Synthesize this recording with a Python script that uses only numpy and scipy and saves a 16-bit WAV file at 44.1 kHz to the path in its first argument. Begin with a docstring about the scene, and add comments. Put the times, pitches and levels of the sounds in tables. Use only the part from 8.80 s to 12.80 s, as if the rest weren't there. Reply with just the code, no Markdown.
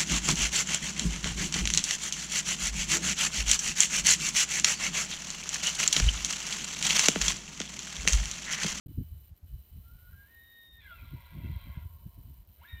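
"""An open meadow, with wind buffeting the microphone and a thin electrical sizzle over the camera's hiss.
A second in, a bull elk bugles across the grass: his whistle climbs in steps and holds. Just after
two seconds it slides down into a harsh roar, fold pulses and breath ringing his throat, and the trees
answer faintly. Near four seconds a second call sweeps up."""
import sys
import numpy as np
from scipy import signal
from scipy.fft import rfft, irfft, next_fast_len
from scipy.io import wavfile
from scipy.ndimage import uniform_filter1d, map_coordinates

SR = 44100
rng = np.random.default_rng(int(sys.argv[2]) if len(sys.argv) > 2 else 0)


def transcribe(signal):
    """Save signal, clipped to [-1, 1], as a 16-bit WAV file at the path in sys.argv[1]."""
    frames = np.atleast_2d(signal).T
    limited = np.clip(frames, -1, 1)
    pcm = np.round(limited * 32767).astype(np.int16)
    wavfile.write(sys.argv[1], SR, pcm)


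N = 176400


def amp(db):
    """Decibels to gain."""
    return 10 ** (np.asarray(db) / 20)


def unit(x):
    """Scale to rms 1."""
    return x / np.sqrt(np.mean(x ** 2) + 1e-20)


def clock():
    """Time of every sample in seconds."""
    return np.arange(N) / SR


def curves(rows):
    """One value per sample for each column after the time."""
    times, *columns = np.transpose(rows)
    return [np.interp(clock(), times, column) for column in columns]


def during(rows):
    """1 while a table lasts, with short fades outside it."""
    return np.clip(1 + np.minimum(clock() - rows[0][0], rows[-1][0] - clock()) / 0.026, 0, 1)


def wobble(rate):
    """A smooth random curve, rate knots a second."""
    return map_coordinates(rng.standard_normal(8192), [clock() * rate + 2], mode="wrap")


def rasp(rate):
    """A complex wobble that shakes a tone's level and phase."""
    return (wobble(rate) + 1j * wobble(rate)) / np.sqrt(2)


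def filtered(x, response):
    """x through a gain given as a function of frequency."""
    size = next_fast_len(N + SR // 2)
    return irfft(rfft(x, size) * response(np.fft.rfftfreq(size, 1 / SR)), size)[:N]


def coloured(x, spectrum):
    """x through a (Hz, dB) spectrum, at rms 1."""
    freqs, db = np.transpose(spectrum)
    return unit(filtered(x, lambda hz: amp(np.interp(np.log(hz + 1), np.log(freqs), db))))


# The bull across the meadow: his long bugle, then the rising second call.
# Each row: time in seconds, pitch in Hz, level in dB, roughness from 0 to 1.
LONG_CALL = [(1.02, 1303, -91, .1), (1.06, 1376, -71.5, 0), (1.1, 1387, -66.5, 0), (1.14, 1454, -73, 0.23),
             (1.23, 1452, -70.5, 0.3), (1.29, 1443, -62, 0), (1.315, 1499, -71, 0.9),
             (1.345, 1600, -67.5, 0), (1.41, 1622, -57.5, 0), (1.465, 1632, -63.5, 0.07),
             (1.48, 1790, -69, 0.3), (1.505, 1852, -65, 0), (1.58, 1853, -56.5, .002),
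             (1.67, 1863, -62, 0.04), (1.8, 1855, -56.5, .002), (1.87, 1854, -63.5, .002),
             (1.92, 1848, -69.5, 0.03), (1.965, 1844, -61, 0.04), (1.998, 1832, -58.5, 0),
             (2.015, 1756, -76, .6), (2.06, 1644, -53, 0.1), (2.09, 1530, -57, 0.3), (2.125, 1385, -47, 0),
             (2.16, 1357, -60, 0.08), (2.19, 1245, -93, .7), (2.25, 1110, -66, 1)]
RISING_CALL = [(3.78, 613.5, -81, 0.16), (3.802, 648, -65.5, 0.13), (3.812, 794, -74, 0.7),
               (3.82, 954, -58.5, 0.11), (3.832, 980, -66, 0.11), (3.839, 1378, -58.5, 0.6),
               (3.847, 1554, -57.5, 0.59), (3.855, 1700, -53.5, 0.11), (3.872, 1730, -61.5, 0.32),
               (3.885, 1863, -60.5, 0.06), (3.935, 1852, -55, .04), (4.0, 1823, -56, 0.078)]
# The octave above each call. Each row: time in seconds, level in dB.
LONG_OCTAVE = [(1.02, -115), (1.45, -105), (1.5, -87), (1.58, -74), (1.65, -66), (1.82, -61), (1.919, -59),
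               (1.97, -64), (2.01, -62), (2.06, -71), (2.12, -69), (2.16, -64), (2.21, -64), (2.25, -74)]
RISING_OCTAVE = [(3.78, -86), (3.83, -75), (3.85, -87), (3.868, -80), (3.883, -59.5), (3.93, -55),
                 (3.965, -63.5), (4.0, -63)]


def whistle(call, octave, fold_cycles):
    """A wavering tone and two overtones; roughness smears them and adds the flutter of the folds."""
    hz, db, roughness = curves(call)
    octave_db, = curves(octave)
    third_db = octave_db - 31.5
    phase = 2 * np.pi * np.cumsum(hz * (1 + 0.0015 * wobble(60))) / SR
    flutter = 0.21 * np.cos(2 * np.pi * fold_cycles)
    out = np.zeros(N)
    for harmonic, level in enumerate([db, octave_db, third_db], 1):
        grain = np.sqrt(1 - roughness) + np.sqrt(roughness) * (rasp(265.2) + flutter)
        out += amp(level) * np.real(grain * np.exp(1j * harmonic * phase))
    return np.sqrt(2) * out * during(call)


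# His breath as it reaches the microphone, faint under the whistle and loud in the roar.
# Each row: time in seconds, then the levels in dB of the low, middle and top resonances.
ROAR_LEVELS = [(1.0, -84, -98, -100), (1.2, -93, -85, -90), (1.32, -85, -84, -89), (1.48, -80, -76.5, -82),
               (1.6, -88, -82, -92), (1.8, -89, -89, -93), (1.97, -82, -88, -93), (2.02, -80.5, -64.5, -68),
               (2.12, -72, -62, -71), (2.2, -69.5, -65.5, -69.5), (2.279, -71, -65, -68.5),
               (2.39, -68.5, -65.5, -69), (2.501, -67.5, -63.5, -70), (2.65, -65.5, -62.5, -68.5),
               (2.74, -66.5, -62.5, -65), (2.83, -68.5, -62, -67), (2.9, -62.5, -65.5, -70.5),
               (2.97, -65.5, -62.5, -72.5), (3.045, -66.5, -72, -76.5), (3.1, -72, -84, -93),
               (3.4, -75, -94, -104), (3.6, -82.5, -100, -102), (3.72, -79, -101, -84),
               (3.8, -93, -75, -88), (3.83, -67, -68, -72.5), (3.9, -80, -63.5, -74),
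               (4.0, -77, -70.5, -78)]
# Resonances of his throat and mouth. Each row: centre in Hz, width in Hz, relative level in dB.
LOW_MODES = [(560, 41, 1), (674, 82, 0.5), (964.5, 100, 6), (1072, 31, 6)]
MID_MODES = [(1410, 30, -2), (1470, 250, -9.5), (1626, 43, -3), (1970, 58, -3), (2091, 108, 2.5),
             (2320, 87, 0.5), (2564, 110, -5), (2790, 220, -9)]
TOP_MODES = [(3163, 70, -4), (3264, 82, 0), (3540, 180, -5), (3800, 130, -18.5), (3983, 170, -1.5),
             (4490, 290, -17.5), (5390, 440, -22.5)]


def roar(fold_cycles, chop_depth=0.23, pulse_gain=0.57):
    """Ragged fold pulses and the air they chop ring the throat."""
    closures = np.diff(np.floor(fold_cycles), prepend=0)
    pulses = unit(closures * amp(rng.standard_normal(N)))
    breath = unit(rng.standard_normal(N) * np.exp(chop_depth * np.cos(2 * np.pi * fold_cycles)))
    source = breath + pulse_gain * pulses
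    bands = zip(curves(ROAR_LEVELS), [LOW_MODES, MID_MODES, TOP_MODES])
    return during(ROAR_LEVELS) * sum(amp(db) * throat(source, modes) for db, modes in bands)


def throat(source, modes, swell_db=1.5, swell_hz=12):
    """Steep-sided resonances, each swelling on its own; their sum is at rms 1."""
    out = np.zeros(N)
    for hz, width, db in modes:
        band = filtered(source, lambda f: np.abs(f * width / (hz * hz - f * f + 1j * f * width)) ** 2)
        out += band * amp(db + swell_db * wobble(swell_hz))
    return unit(out)


def vocal_folds(growl_hz=118.15, jitter=0.064):
    """Running cycle count of the unsteady folds under the whistle and the roar."""
    return np.cumsum(growl_hz * (1 + jitter * wobble(70))) / SR


# Hoarse squeals where his voice breaks or turns harsh. Each row: middle in seconds,
# length in seconds, pitch in Hz, glide in Hz per second, level in dB.
VOICE_BREAKS = [(1.329, 0.074, 1404, -800, -69), (1.315, 0.058, 1875, 900, -80),
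                (2.021, 0.066, 2410, -5000, -69), (2.077, 0.041, 2076, -3000, -60),
                (2.12, 0.094, 3340, 0, -65), (2.288, .04, 2070, 0, -67), (2.385, .07, 974, -300, -62.5),
                (2.66, 0.087, 2690, 1200, -64.5), (2.8, 0.63, 3190, -600, -70), (2.833, 0.27, 1082, 8, -69),
                (2.947, .06, 1670, 0, -65.5), (3.011, 0.067, 1399, 0, -64), (2.125, 0.057, 650, 0, -69),
                (3.828, .04, 2930, 9000, -68.5), (3.958, 0.26, 2350, 904, -66), (3.982, .05, 2930, 0, -68)]


def squeals():
    """The voice breaks into short gliding tones, each swelling and dying under a rasp."""
    out = np.zeros(N)
    grain = 1 + rasp(125.8)
    for middle, length, hz, glide, db in VOICE_BREAKS:
        span = np.abs(clock() - middle) < length / 2
        t = clock()[span] - middle
        tone = np.exp(2j * np.pi * (hz + glide * t / 2) * t)
        out[span] += amp(db) * np.cos(np.pi * t / length) * np.real(grain[span] * tone)
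    return out


# Tone of the echo from the meadow's edge. Each row: frequency in Hz, relative level in dB.
ECHO_SPECTRUM = [(300, -3.5), (1400, 3.5), (2000, -12.5), (4000, -9)]


def tree_echo(elk, level_db=-20.5, t60_s=0.86, delay_s=0.052):
    """The edge of the wood throws the call back, faint and dull."""
    t = clock()
    decay = amp(-60 * t / t60_s) * (t > delay_s)
    tail = coloured(rng.standard_normal(N), ECHO_SPECTRUM) * decay
    return amp(level_db) * signal.fftconvolve(elk, tail / np.linalg.norm(tail))[:N]


# Gusts right on the microphone. Each row: time in seconds, level in dB.
GUSTS = [(0.06, -53.5), (0.2, -38.5), (0.29, -51), (0.32, -39.5), (0.48, -60), (0.52, -45), (0.6, -87),
         (0.64, -42.5), (0.68, -57), (0.74, -36.5), (0.87, -64.5), (0.99, -36.5), (1.01, -53),
         (1.16, -48.5), (1.19, -58.5), (1.34, -49.5), (1.53, -69), (1.57, -59.5), (1.86, -78), (1.9, -59),
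         (2.17, -55), (2.23, -45), (2.26, -52), (2.33, -44.5), (2.45, -55.5), (2.69, -39), (2.77, -34.5),
         (2.79, -53.5), (2.91, -40), (2.93, -51), (2.98, -38), (3.01, -46.5), (3.06, -37.5), (3.08, -48.5),
         (3.23, -50), (3.27, -45.5), (3.33, -60), (3.38, -49), (3.63, -51.5), (3.65, -72), (3.7, -49),
         (3.76, -72), (3.81, -50), (3.88, -78.5), (3.94, -40), (4.0, -54.5)]
# Sharp buffets among them. Each row: middle in seconds, level in dB, half length in seconds.
BUFFET_HITS = [(0.066, -43, 0.0044), (0.094, -44, .006), (.116, -42.5, 0.0061), (0.188, -29, 0.0069),
               (0.215, -37.5, 0.012), (.742, -51, 0.0081), (0.968, -55.5, 0.008), (2.24, -49, 0.012),
               (2.343, -39, 0.015), (2.577, -41, .025), (2.653, -35.5, 0.012), (2.7, -37, 0.011),
               (2.771, -56, 0.01), (2.883, -49.5, 0.022), (2.977, -40.5, 0.008), (3.055, -47, 0.0048),
               (3.268, -39.5, 0.0078), (3.39, -47, .01), (3.496, -49.5, 0.021)]
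# Tone of the gusts and of the buffets. Each row: frequency in Hz, relative level in dB.
GUST_SPECTRUM = [(15, -43.5), (25, -22.5), (40, -3.5), (58, 2.5), (80, 3.5), (120, -12), (170, -15.5),
                 (300, -40), (500, -74), (1000, -100)]
BUFFET_SPECTRUM = [(30, -11), (70, -6.5), (125, 2), (175, -5), (215, -12.5), (260, -12), (340, -20),
                   (450, -33.5), (600, -48), (900, -77), (2000, -100)]


def wind():
    """Air tumbling over the microphone makes a gusty rumble with short, brighter buffets."""
    gust_db, = curves(GUSTS)
    rumble = amp(gust_db) * eddies(GUST_SPECTRUM, even_s=0.086)
    buffets = sum(amp(db) * np.exp(-0.5 * ((clock() - middle) / half_length) ** 2)
                  for middle, db, half_length in BUFFET_HITS)
    return rumble + buffets * eddies(BUFFET_SPECTRUM, even_s=0.02)


def eddies(spectrum, even_s):
    """Low turbulence whose strength is even over spans longer than even_s."""
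    noise = coloured(rng.standard_normal(N), spectrum)
    power = uniform_filter1d(np.abs(signal.hilbert(noise)) ** 2 / 2, int(even_s * SR))
    return noise / np.sqrt(np.abs(power) + 0.036)


# Electrical sizzle in the camera. Each row: time in seconds, share of clock beats that fire.
SIZZLE_ACTIVITY = [(.06, 0.76), (.49, 0.69), (.51, .01), (.548, 0.0046), (.56, 0.33), (.585, 0.37),
                   (.595, .01), (.638, .01), (.66, 0.28), (.7, .7), (1.86, .62), (1.9, .04), (1.93, 0.52),
                   (1.97, 0.29), (1.99, 0.026), (2.03, 0.22), (2.1, .62), (3.59, 0.56), (3.65, 0.055),
                   (3.7, 0.3), (3.78, .6), (4, 0.67)]
# Tone of its ticks, tone of the smooth hiss that comes with them, and the lines of its whine.
# Each row: frequency in Hz, relative level in dB.
TICK_SPECTRUM = [(500, -50), (2000, -26.5), (3000, -20), (3500, -25.5), (4500, -27), (5000, -28),
                 (6600, -35.5), (7400, -24), (8100, -32), (9000, -22), (9800, -21.5), (10500, -29.5),
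                 (11700, -20.5), (12600, -10.5), (13050, -20.5), (13600, -11), (14000, -1), (14450, -11),
                 (14850, -9), (15700, -23.5)]
SMOOTH_SPECTRUM = [(300, 3.5), (1500, 0), (2600, 1), (4600, 6), (5000, -16), (5600, 2.5), (6600, -11),
                   (7400, -9), (8100, -4), (9500, -16.5), (10600, -23), (15700, -2)]
WHINE_LINES = [(3000, -17), (4000, -20), (9000, -20), (10000, -23), (11000, -28), (12000, -21),
               (14500, -20), (15000, -15)]


def sizzle(level_db=-65.5, beat_hz=1000, scatter_s=0.00017, half_tick_s=0.00025, spread_db=3):
    """Tiny electrical bursts fire on random beats of a steady clock; hiss and whine grow with them."""
    t = clock()
    activity, = curves(SIZZLE_ACTIVITY)
    beat = (t * beat_hz).astype(int)
    shift, size = rng.standard_normal((2, beat[-1] + 1))[:, beat]
    fires = rng.random(beat[-1] + 1)[beat] < activity
    from_tick = t - (beat + 0.5) / beat_hz - scatter_s * shift
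    bursts = fires * amp(spread_db * size) * np.exp(-0.5 * (from_tick / half_tick_s) ** 2)
    ticks = coloured(bursts * np.sign(rng.standard_normal(N)), TICK_SPECTRUM)
    whine = sum(amp(db) * np.sqrt(2) * np.sin(2 * np.pi * hz * t) * (1 + 0.082 * wobble(40))
                for hz, db in WHINE_LINES)
    smooth = amp(-15.5) * coloured(rng.standard_normal(N), SMOOTH_SPECTRUM)
    load = activity / activity.mean()
    return amp(level_db) * (ticks + np.sqrt(load) * smooth + load * whine)


# The camera's noise floor, behind everything. Each row: frequency in Hz, relative level in dB.
HISS_SPECTRUM = [(100, 19.5), (400, 9), (700, 5.5), (1300, 0.5), (2000, -2), (4000, -4.5), (5500, -6),
                 (10500, -8.5), (12600, 4.5), (14400, -6.5), (15700, -9.5)]


def camera_hiss(level_db=-70):
    """The camera's own steady noise, strongest in the bass, with a peak in the high treble."""
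    return amp(level_db) * coloured(rng.standard_normal(N), HISS_SPECTRUM)


def scene():
    """One microphone in the meadow: elk and trees far off, wind and camera noise up close."""
    fold_cycles = vocal_folds()
    bugle = whistle(LONG_CALL, LONG_OCTAVE, fold_cycles)
    second_call = whistle(RISING_CALL, RISING_OCTAVE, fold_cycles)
    elk = bugle + second_call + roar(fold_cycles) + squeals()
    hiss = camera_hiss()
    return (elk + tree_echo(elk) + wind() + sizzle() + hiss)[None]


def record(dry):
    """The sound opens with a stutter; the camera sheds the deepest rumble and the highest treble."""
    start_s, cut_s, resume_s, fade_s = 0.06, 0.0723, 0.082, 0.00099
    low_cut_hz, top_hz = 27.8, 15800
    t = clock()
    outside_gap = np.maximum(cut_s - t, t - resume_s)
    stutter = np.clip(np.minimum(t - start_s, outside_gap) / fade_s, 0, 1)
    trimmed = filtered(dry[0], lambda hz: 1 / np.sqrt(1 + (low_cut_hz / (hz + 1)) ** 6))
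    return filtered(trimmed * stutter, lambda hz: hz < top_hz)[None]


dry = scene()
out = record(dry)
transcribe(out)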